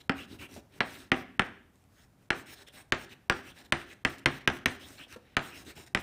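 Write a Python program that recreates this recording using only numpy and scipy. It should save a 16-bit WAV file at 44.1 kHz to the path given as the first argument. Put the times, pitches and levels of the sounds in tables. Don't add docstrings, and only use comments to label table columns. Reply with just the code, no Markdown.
import sys
import numpy as np
from scipy import signal
from scipy.fft import rfft, irfft, next_fast_len
from scipy.io import wavfile
from scipy.ndimage import uniform_filter1d

SR = 44100
rng = np.random.default_rng(int(sys.argv[2]) if len(sys.argv) > 2 else 0)


def pcm_store(signal):
    levels = np.round(np.clip(np.atleast_2d(signal), -1, 1) * 32767)
    wavfile.write(sys.argv[1], SR, levels.astype(np.int16).T)


def how_loud(loudness_db):
    steps = np.asarray(loudness_db, float) / 20
    return 10 ** steps


N = 265482

# [t/s, peak level/dB, knock centre f/Hz, thump level/dB, crack level/dB]
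TAPS = [(0.095, -9, 1530, -10, -33.5), (0.8055, -7.5, 1870, -17, -40.5), (1.1178, -3.5, 2010, -12.5, -32.5),
        (1.3946, -5.5, 1717, -20.5, -30.5), (2.3043, -8, 1643, -26, -31), (2.9223, -5.5, 1750, -26, -22.5),
        (3.298, -5, 1490, -27.5, -22.5), (3.723, -5, 1750, -24.5, -15), (4.0497, -5.5, 1870, -23.5, -22.5),
        (4.2591, -3.5, 1940, -26.5, -22), (4.4755, -4.5, 1620, -18, -22), (4.6585, -4, 1850, -21.5, -8.5),
        (5.3678, -6.5, 1480, -26.5, -23.5), (5.9486, -7.5, 2010, -20, -22.5)]


def rms_one(x):
    return x / np.sqrt(np.mean(x ** 2) + 1e-20)


def at_hz(points, hz):
    table_hz, values = np.transpose(points)
    return np.interp(np.log(hz + 1), np.log(table_hz), values)


def bell(hz, centre_hz, width_hz):
    return 1 / np.sqrt(1 + (2 * (hz - centre_hz) / width_hz) ** 2)


def coloured(gain):
    size = next_fast_len(N)
    spectrum = rfft(rng.standard_normal(size)) * gain(np.fft.rfftfreq(size, 1 / SR))
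    return rms_one(irfft(spectrum, size)[:N])


def drift(rate):
    r = np.exp(-32 * np.pi * rate / SR)
    white = rng.standard_normal(N // 16 + 3002)
    slow = signal.lfilter([1], [1, -2 * r, r * r], white)[3000:]
    return np.interp(np.arange(N) / 16, np.arange(len(slow)), rms_one(slow))


def patchy(gain, patchy_db, low_hz, high_hz, rate, count):
    out, width = 0, np.log(high_hz / low_hz) / (count - 1)
    for hz in np.geomspace(low_hz, high_hz, num=count):
        part = lambda f: gain(f) * np.exp(-(np.log((f + 1) / hz) / width) ** 2)
        weight = np.linalg.norm(part(np.linspace(0, SR / 2, num=999)))
        out = out + weight * how_loud(patchy_db * drift(rate)) * coloured(part)
    return rms_one(out)


def ring(clicks, hz, t60):
    r, w = how_loud(-60 / (t60 * SR)), 2 * np.pi * hz / SR
    return signal.lfilter([0, np.sin(w)], [1, -2 * r * np.cos(w), r * r], clicks + 1e-18)


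def add(out, s, sound):
    i = round(s * SR)
    out[i:i + len(sound)] += sound[:N - i]


def ventilation():
    # [f/Hz, density level/dB]
    air_colour = [(20, -26), (45, -2.5), (90, 2), (250, -5.5), (400, -12.5), (800, -15.5), (1200, -20),
                  (2000, -24.5), (4000, -31), (8000, -32.5), (15500, -34.5), (17000, -52)]
    air = coloured(lambda hz: how_loud(at_hz(air_colour, hz)))
    return how_loud(-64 + 0.76 * drift(18.0)) * air


def room():
    # [t/s, level/dB]
    surfaces = [
        (.0135, -26),
        (.025, -19),
        (.092, -33),
    ]
    # [f/Hz, t60/s]
    tail_t60 = [(60, 0.42), (250, 0.84), (600, 0.35), (1500, 0.5), (3000, 0.53), (6000, 0.5), (14000, .2)]
    # [f/Hz, level/dB]
    tail_db = [(60, -13.5), (250, -10), (700, 1), (2000, -9.5), (5000, -11), (14000, -13)]
    early_db, early_t60_s = -3.5, 0.13
    t = np.arange(SR * 3 // 5) / SR
    answer = np.zeros(len(t))
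    edges = 40 * 2 ** np.arange(0, 9, .5)
    white = rng.standard_normal((2, len(t)))
    for k, (low, high) in enumerate(zip(edges, edges[1:])):
        hz = np.sqrt(low * high)
        late = how_loud(-60 * t / at_hz(tail_t60, hz))
        early = how_loud(early_db + 5.5 - 60 * t / early_t60_s)
        dying = white[k % 2] * (late + early) * np.clip(t / 0.013, 0, 1)
        dying /= np.sqrt(np.sum(dying ** 2))
        band = signal.butter(2, [low, high], "band", fs=SR, output="sos")
        answer += how_loud(at_hz(tail_db, hz)) * signal.sosfilt(band, dying)
    for s, db in surfaces:
        facets = (rng.random(130) < .06) * rng.choice([-1, 1], 130)
        add(answer, s, how_loud(db) * facets * np.exp(-np.arange(130) / 50))
    answer[0] = 1
    return answer


def small_contacts():
    # [t/s, peak level/dB]
    catches = [(0.392, -54), (0.541, -44), (1.757, -58), (1.84, -58.5), (2.4614, -63), (3.5086, -58),
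               (3.5883, -50), (3.6496, -49), (4.184, -45.5), (4.41, -56), (4.588, -46.5), (4.799, -55),
               (4.886, -46), (4.9911, -50), (5.126, -40), (5.652, -55), (5.8651, -49)]
    # [t/s, peak level/dB, f/Hz]
    knuckles = [(0.31, -43, 246), (.344, -48, 256), (.405, -45, 257), (.49, -58, 597), (.563, -42, 569),
                (.575, -40, 247), (3.62, -60, 300), (5.068, -56, 479), (5.099, -57, 260), (5.161, -42, 497),
                (5.164, -43, 232), (5.799, -45, 351)]
    out, t = np.zeros(N), np.arange(1800) / SR
    bright = signal.butter(2, [1400, 10000], "band", fs=SR, output="sos")
    for (s, db), grit in zip(catches, rng.standard_normal((len(catches), len(t)))):
        add(out, s, how_loud(db + 3.0) * signal.sosfilt(bright, grit * np.exp(-t / 0.0009)))
    for (s, db, hz), grit in zip(knuckles, rng.standard_normal((len(knuckles), len(t)))):
        dull = signal.butter(1, [.5 * hz, 1.5 * hz], "band", fs=SR, output="sos")
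        push = np.sin(2 * np.pi * hz * t) * t / .004 * np.exp(1 - t / .004)
        add(out, s, how_loud(db + 9) * signal.sosfilt(dull, grit * np.exp(-t / .009)))
        add(out, s, how_loud(db - 2) * push)
    return out


def grinds():
    # [start t/s, length/ms, level/dB, first f/Hz, last f/Hz]
    hoarse = [(0.16, 89, -48.5, 2276, 3190), (0.386, 89, -49, 2537, 2670), (0.41, 41, -55, 1313, 1197),
              (1.96, 74, -73, 3110, 3200), (1.961, 61, -67.5, 1750, 1710), (2.46, 81, -57, 2200, 2093),
              (2.665, 44, -57, 3500, 3200), (2.73, 130, -79, 2100, 1666), (3.442, 90, -56, 2300, 3310),
              (3.57, 44, -72, 4100, 3900), (4.801, 73, -54.5, 2816, 3730), (4.98, 79, -50, 2530, 3190),
              (4.981, 49, -54.5, 1477, 1795), (4.974, 22, -57, 4190, 3900),
              (5.103, 53.5, -56.5, 2700, 2390), (5.111, 48, -55.5, 1504, 1602),
              (5.129, 27, -60.5, 4070, 3900), (5.5, 82, -53, 2590, 2680), (5.658, 72, -57, 3700, 4300),
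              (5.66, 79, -57, 1610, 2233)]
    width_hz = 710
    narrow = signal.butter(2, width_hz / 2, fs=SR, output="sos")
    out = np.zeros(N)
    for start, length_ms, db, first_hz, last_hz in hoarse:
        share = np.linspace(0, 1, round(length_ms * SR / 1000))
        noise = rng.standard_normal((2, 6000))[:, :len(share)]
        slow = signal.sosfilt(narrow, noise)
        sweep = np.exp(2j * np.pi * np.cumsum(first_hz + (last_hz - first_hz) * share) / SR)
        song = rms_one(((slow[0] + 1j * slow[1]) * sweep).real)
        add(out, start, how_loud(db) * np.sin(np.pi * share) ** 0.56 * song)
    return out


def moves():
    # [start t/s, length/ms, share spent speeding up/0-1, hiss level/dB]
    lines = [(0.152, 107, 0.3, -60.5), (0.275, 95, 0.73, -65.5), (0.387, 80, 0.4, -57),
             (0.488, 119, .63, -61), (0.818, 163, .7, -58.5), (0.939, 113, 0.46, -61), (1.0, 82, 0, -75),
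             (1.137, 93, 0.36, -60), (2.327, 102, 0.5, -58), (2.458, 92, 0.88, -54.5),
             (2.546, 91, 1, -62.5), (2.723, 105, 0.53, -60), (2.955, 99, 0.8, -59), (3.324, 95, .4, -61.5),
             (3.428, 92, 0.78, -61.5), (3.544, 89, 0.64, -64), (3.741, 113, .44, -63.5),
             (3.861, 80, 1, -62), (4.066, 98, 0, -57), (4.275, 118, 0.6, -62), (4.489, 93, 0.9, -59.5),
             (4.673, 96, 0.05, -55.5), (4.793, 79, 0.3, -60), (4.85, 135, 0.24, -59),
             (4.97, 82, 0.6, -63.5), (5.079, 73, .88, -60.5), (5.398, 120, .59, -56),
             (5.533, 106, 0.34, -57), (5.647, 78, 0.67, -56.5), (5.753, 101, 0.26, -58)]
    # [start t/s, length/ms, hiss level/dB]
    quick = [(0, 21, -65.5), (1.432, 39, -67), (2.666, 24.5, -61), (3.09, 50, -61.5), (3.635, 34, -66.5),
             (4.176, 24, -64), (4.34, 49, -61), (4.405, 18, -69), (5.51, 26, -68), (5.859, 25, -62),
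             (5.966, 53, -55)]
    # [start t/s, length/ms, hiss level/dB, board rub level/dB]
    sleeve = [
        (0.71, 110, -67, -61.5),
        (1.7, 138, -79.5, -84),
        (1.9, 155, -71.5, -71.5),
        (2.169, 99, -82, -77),
        (5.18, 290, -84, -68.5),
    ]
    flick_share, brush_share = 0.8, 0.93
    fall_db, flick_fall_db, brush_fall_db = -10, -3.5, -8.5
    edge_s, brush_edge_s = .006, .06
    rub = lambda db: -57.5 + .3 * (db + 59.5)
    rows = [(s, ms, share, db, fall_db, rub(db), edge_s) for s, ms, share, db in lines]
    rows += [(s, ms, flick_share, db, flick_fall_db, rub(db), edge_s) for s, ms, db in quick]
    rows += [(s, ms, brush_share, db, brush_fall_db, rub_db, brush_edge_s) for s, ms, db, rub_db in sleeve]
    return [(s, s + np.clip(share, .05, .95) * ms / 1000, s + ms / 1000, *rest)
            for s, ms, share, *rest in rows]


def off_edge(x):
    echo_s, sway, echo_db = .00065, .12, -5.0
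    lag = echo_s * SR * (1 + sway * drift(3))
    return rms_one(x + how_loud(echo_db) * np.interp(np.arange(N) - lag, np.arange(N), x))


def strokes(onset_db=-10.0, grain_db=1.1):
    # [f/Hz, density level/dB]
    grain_colour = [(240, -30), (400, -5), (777, -6.5), (1070, -11.5), (1650, -4), (2670, -5.5),
                    (4730, -11), (6050, -8.5), (7630, -9), (8370, -6.5), (10900, -16.5), (14600, -12.5),
                    (16000, -13)]
    # [f/Hz, width/Hz, lift/dB]
    stick = [(3900, 290, 6), (5380, 290, 5.5), (5740, 350, 1.5), (8560, 450, 1), (9570, 170, 4.5),
             (14700, 1800, 3)]
    # [f/Hz, density level/dB]
    shake_colour = [(40, -20), (85, 3.5), (140, -4), (225, -7.5), (262, 4.5), (300, -0.5), (350, -2),
                    (600, -20.5), (1200, -32)]
    stop_edge_s = .006
    shudder_follows = 0.49
    t, hiss, body = np.arange(0, N + 32, 32) / SR, 0, 0
    for start, fastest, stop, db, fall_db, rub_db, edge_s in moves():
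        rise = np.clip((fastest - t) / (fastest - start), 0, 1)
        fall = np.clip((t - fastest) / (stop - fastest), 0, 1)
        touching = np.clip(np.minimum((t - start) / edge_s, (stop - t) / stop_edge_s) + .5, 0, 1)
        speed = how_loud(onset_db * rise ** 2 + fall_db * fall ** 2) * touching
        hiss = np.hypot(hiss, speed * how_loud(db))
        body = np.hypot(body, speed * how_loud(rub_db))
    hiss, body = [np.interp(np.arange(N) / SR, t, level) for level in (hiss, body)]

    loose_db = shudder_follows * np.interp(np.arange(N) / SR, *np.transpose(TAPS)[[0, 3]])
    shaking = how_loud(10.5 + loose_db + 3.8 * drift(3.0)) * uniform_filter1d(body, size=1300)
    shudder = shaking * coloured(lambda hz: how_loud(at_hz(shake_colour, hz)))

    colour = lambda hz: how_loud(at_hz(grain_colour, hz) + sum(db * bell(hz, f, w) ** 2 for f, w, db in stick))
    high = lambda hz: 1 / np.sqrt(1 + (4600 / (hz + 1)) ** 8)
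    bright = patchy(lambda hz: colour(hz) * high(hz),
                    patchy_db=2.4, low_hz=3500, high_hz=15500, rate=9, count=13)
    dull = patchy(lambda hz: colour(hz) * np.sqrt(1 - high(hz) ** 2),
                  patchy_db=3.2, low_hz=350, high_hz=5500, rate=16, count=9)
    grains = how_loud(grain_db * drift(300))
    return grains * (how_loud(0.5) * hiss * off_edge(bright) + how_loud(2.5) * body * dull) + shudder


def knock(centre_hz, thump_db, crack_db, boom_db, luck, edge_s=0.0018, edge_db=-16.5,
          scatter_db=-11.0, scatter_t60=0.17):
    # [f/Hz, density level/dB]
    blow_colour = [(30, -6), (120, -4), (260, -2.5), (560, -8.5), (780, -7), (1000, -9.5), (1400, -4.5),
                   (2000, -3.5), (3000, -5), (4400, -13.5), (5400, -15.5), (7000, -25), (9000, -26.5),
                   (16000, -44)]
    bend_s = .085
    hz = np.fft.rfftfreq(4096, 1 / SR)
    low, deep = bell(hz, 0, 670) ** 4, bell(hz, 0, 450) ** 4
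    level_db = at_hz(blow_colour, hz) + boom_db * deep + thump_db * (low - deep)
    level_db = level_db + crack_db * (1 - bell(hz, 0, 13000) ** 2)

    grit = (luck[2] - .5) * np.exp(-np.arange(70) / 30)
    grit_s = np.cumsum(luck[0]) * 8e-5
    crumble = (grit[:, None] * np.exp(-2j * np.pi * hz * grit_s[:, None])).sum(axis=0) / np.linalg.norm(grit)
    solid = 1 / (1 + (hz / 4300) ** 8)
    colour = how_loud(level_db) * (0.79 + bell(hz, centre_hz, 310)) * (solid + (1 - solid) * crumble)

    late = np.concatenate([[0, edge_s], .0015 + .03 * luck[0] ** 1.5])
    scatter = how_loud(scatter_db - 60 * late[2:] / scatter_t60) * np.sign(luck[1] - .5)
    gains = np.concatenate([[1, how_loud(edge_db)], scatter])
    late = late[:, None]
    gains = gains[:, None] * np.exp(-late * hz * 0.048)
    bend = bend_s * (np.minimum(np.sqrt(hz + 60), 110) - hz / 220 * (hz < 12040) - 55 * (hz >= 12040))
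    paths = colour * gains * np.exp(-2j * np.pi * (late * hz + 2 * bend * (1 + 30 * late)))
    direct = irfft(paths[0])[:3072]
    returns = irfft(paths[1:].sum(axis=0) * (1 - bell(hz, 0, 500) ** 2))[:3072]
    return np.array([direct, returns]) / np.abs(direct).max()


def taps():
    # [f/Hz, level/dB, t60/s]
    panel = [(82, -37, .22), (143, -38, .2), (204, -39, .2), (236, -38, .2), (258, -33, .25),
             (272, -34, .22), (349, -35, .18), (392, -37, .15), (785, -41, .07)]
    usual_boom_db, soft_below_db, boom_loss = -27, -28, 1.2
    out, mean = np.zeros(N), np.mean(TAPS, axis=0)
    luck, strengths = rng.random((len(TAPS), 3, 70)), rng.standard_normal((len(TAPS), len(panel)))
    click = np.eye(1, SR // 2, k=130)[0]
    for (s, db, hz, thump_db, crack_db), mine, strength in zip(TAPS, luck, strengths):
        boom_db = usual_boom_db - boom_loss * max(soft_below_db - crack_db, 0)
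        direct, returns = how_loud(-3.0) * knock(hz, thump_db - mean[3], crack_db - mean[4],
                                            boom_db - usual_boom_db + 7.5, mine)
        sound = np.zeros(len(click))
        for (f, level_db, t60), chance in zip(panel, strength):
            booms = f < 160 or 300 < f < 400
            drive_db = boom_db + 11.5 if booms else thump_db
            sound += how_loud(drive_db + 18.5 + level_db + 4.2 * chance) * ring(click, f, t60)
        add(sound, 0, direct)
        add(out, s - .0003, how_loud(db) * signal.fftconvolve(sound, room()))
        add(out, s - .0003, how_loud(db) * returns)
    return out


def scene():
    rubs, contacts = strokes() + grinds(), small_contacts()
    sent = rubs + how_loud(-2.5) * contacts
    tail = signal.fftconvolve(sent, room())[:N] - sent
    quiet = rubs + contacts + how_loud(-2.5) * tail + ventilation()
    faint_top = signal.cheby2(12, 40, 15950, fs=SR, output="sos")
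    mono = taps() + signal.sosfilt(faint_top, quiet)
    treble = signal.butter(4, 7000, "high", fs=SR, output="sos")
    trace = how_loud(-18) * signal.sosfilt(treble, np.roll(mono, 37))
    return np.array([mono + trace, mono - trace])


def top_cut(x):
    return signal.sosfilt(signal.butter(12, 16860, fs=SR, output="sos"), x)


def record(dry):
    open_before, open_after = np.ones(N), np.ones(N)
    for s, *_ in TAPS:
        open_before[round((s - .014) * SR):round((s - .002) * SR)] = 0
        open_after[round((s + .009) * SR):round((s + .044) * SR)] = 0
    for keep, edge_hz in ((open_before, 1400), (open_after, 10000)):
        highs = signal.sosfiltfilt(signal.butter(4, edge_hz, "high", fs=SR, output="sos"), dry)
        dry = dry - .9 * (1 - uniform_filter1d(keep, size=90)) * highs
    mix = signal.sosfilt(signal.cheby2(10, 50, 16700, fs=SR, output="sos"), dry)
    return top_cut(mix)


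dry = scene()
out = record(dry)
pcm_store(out)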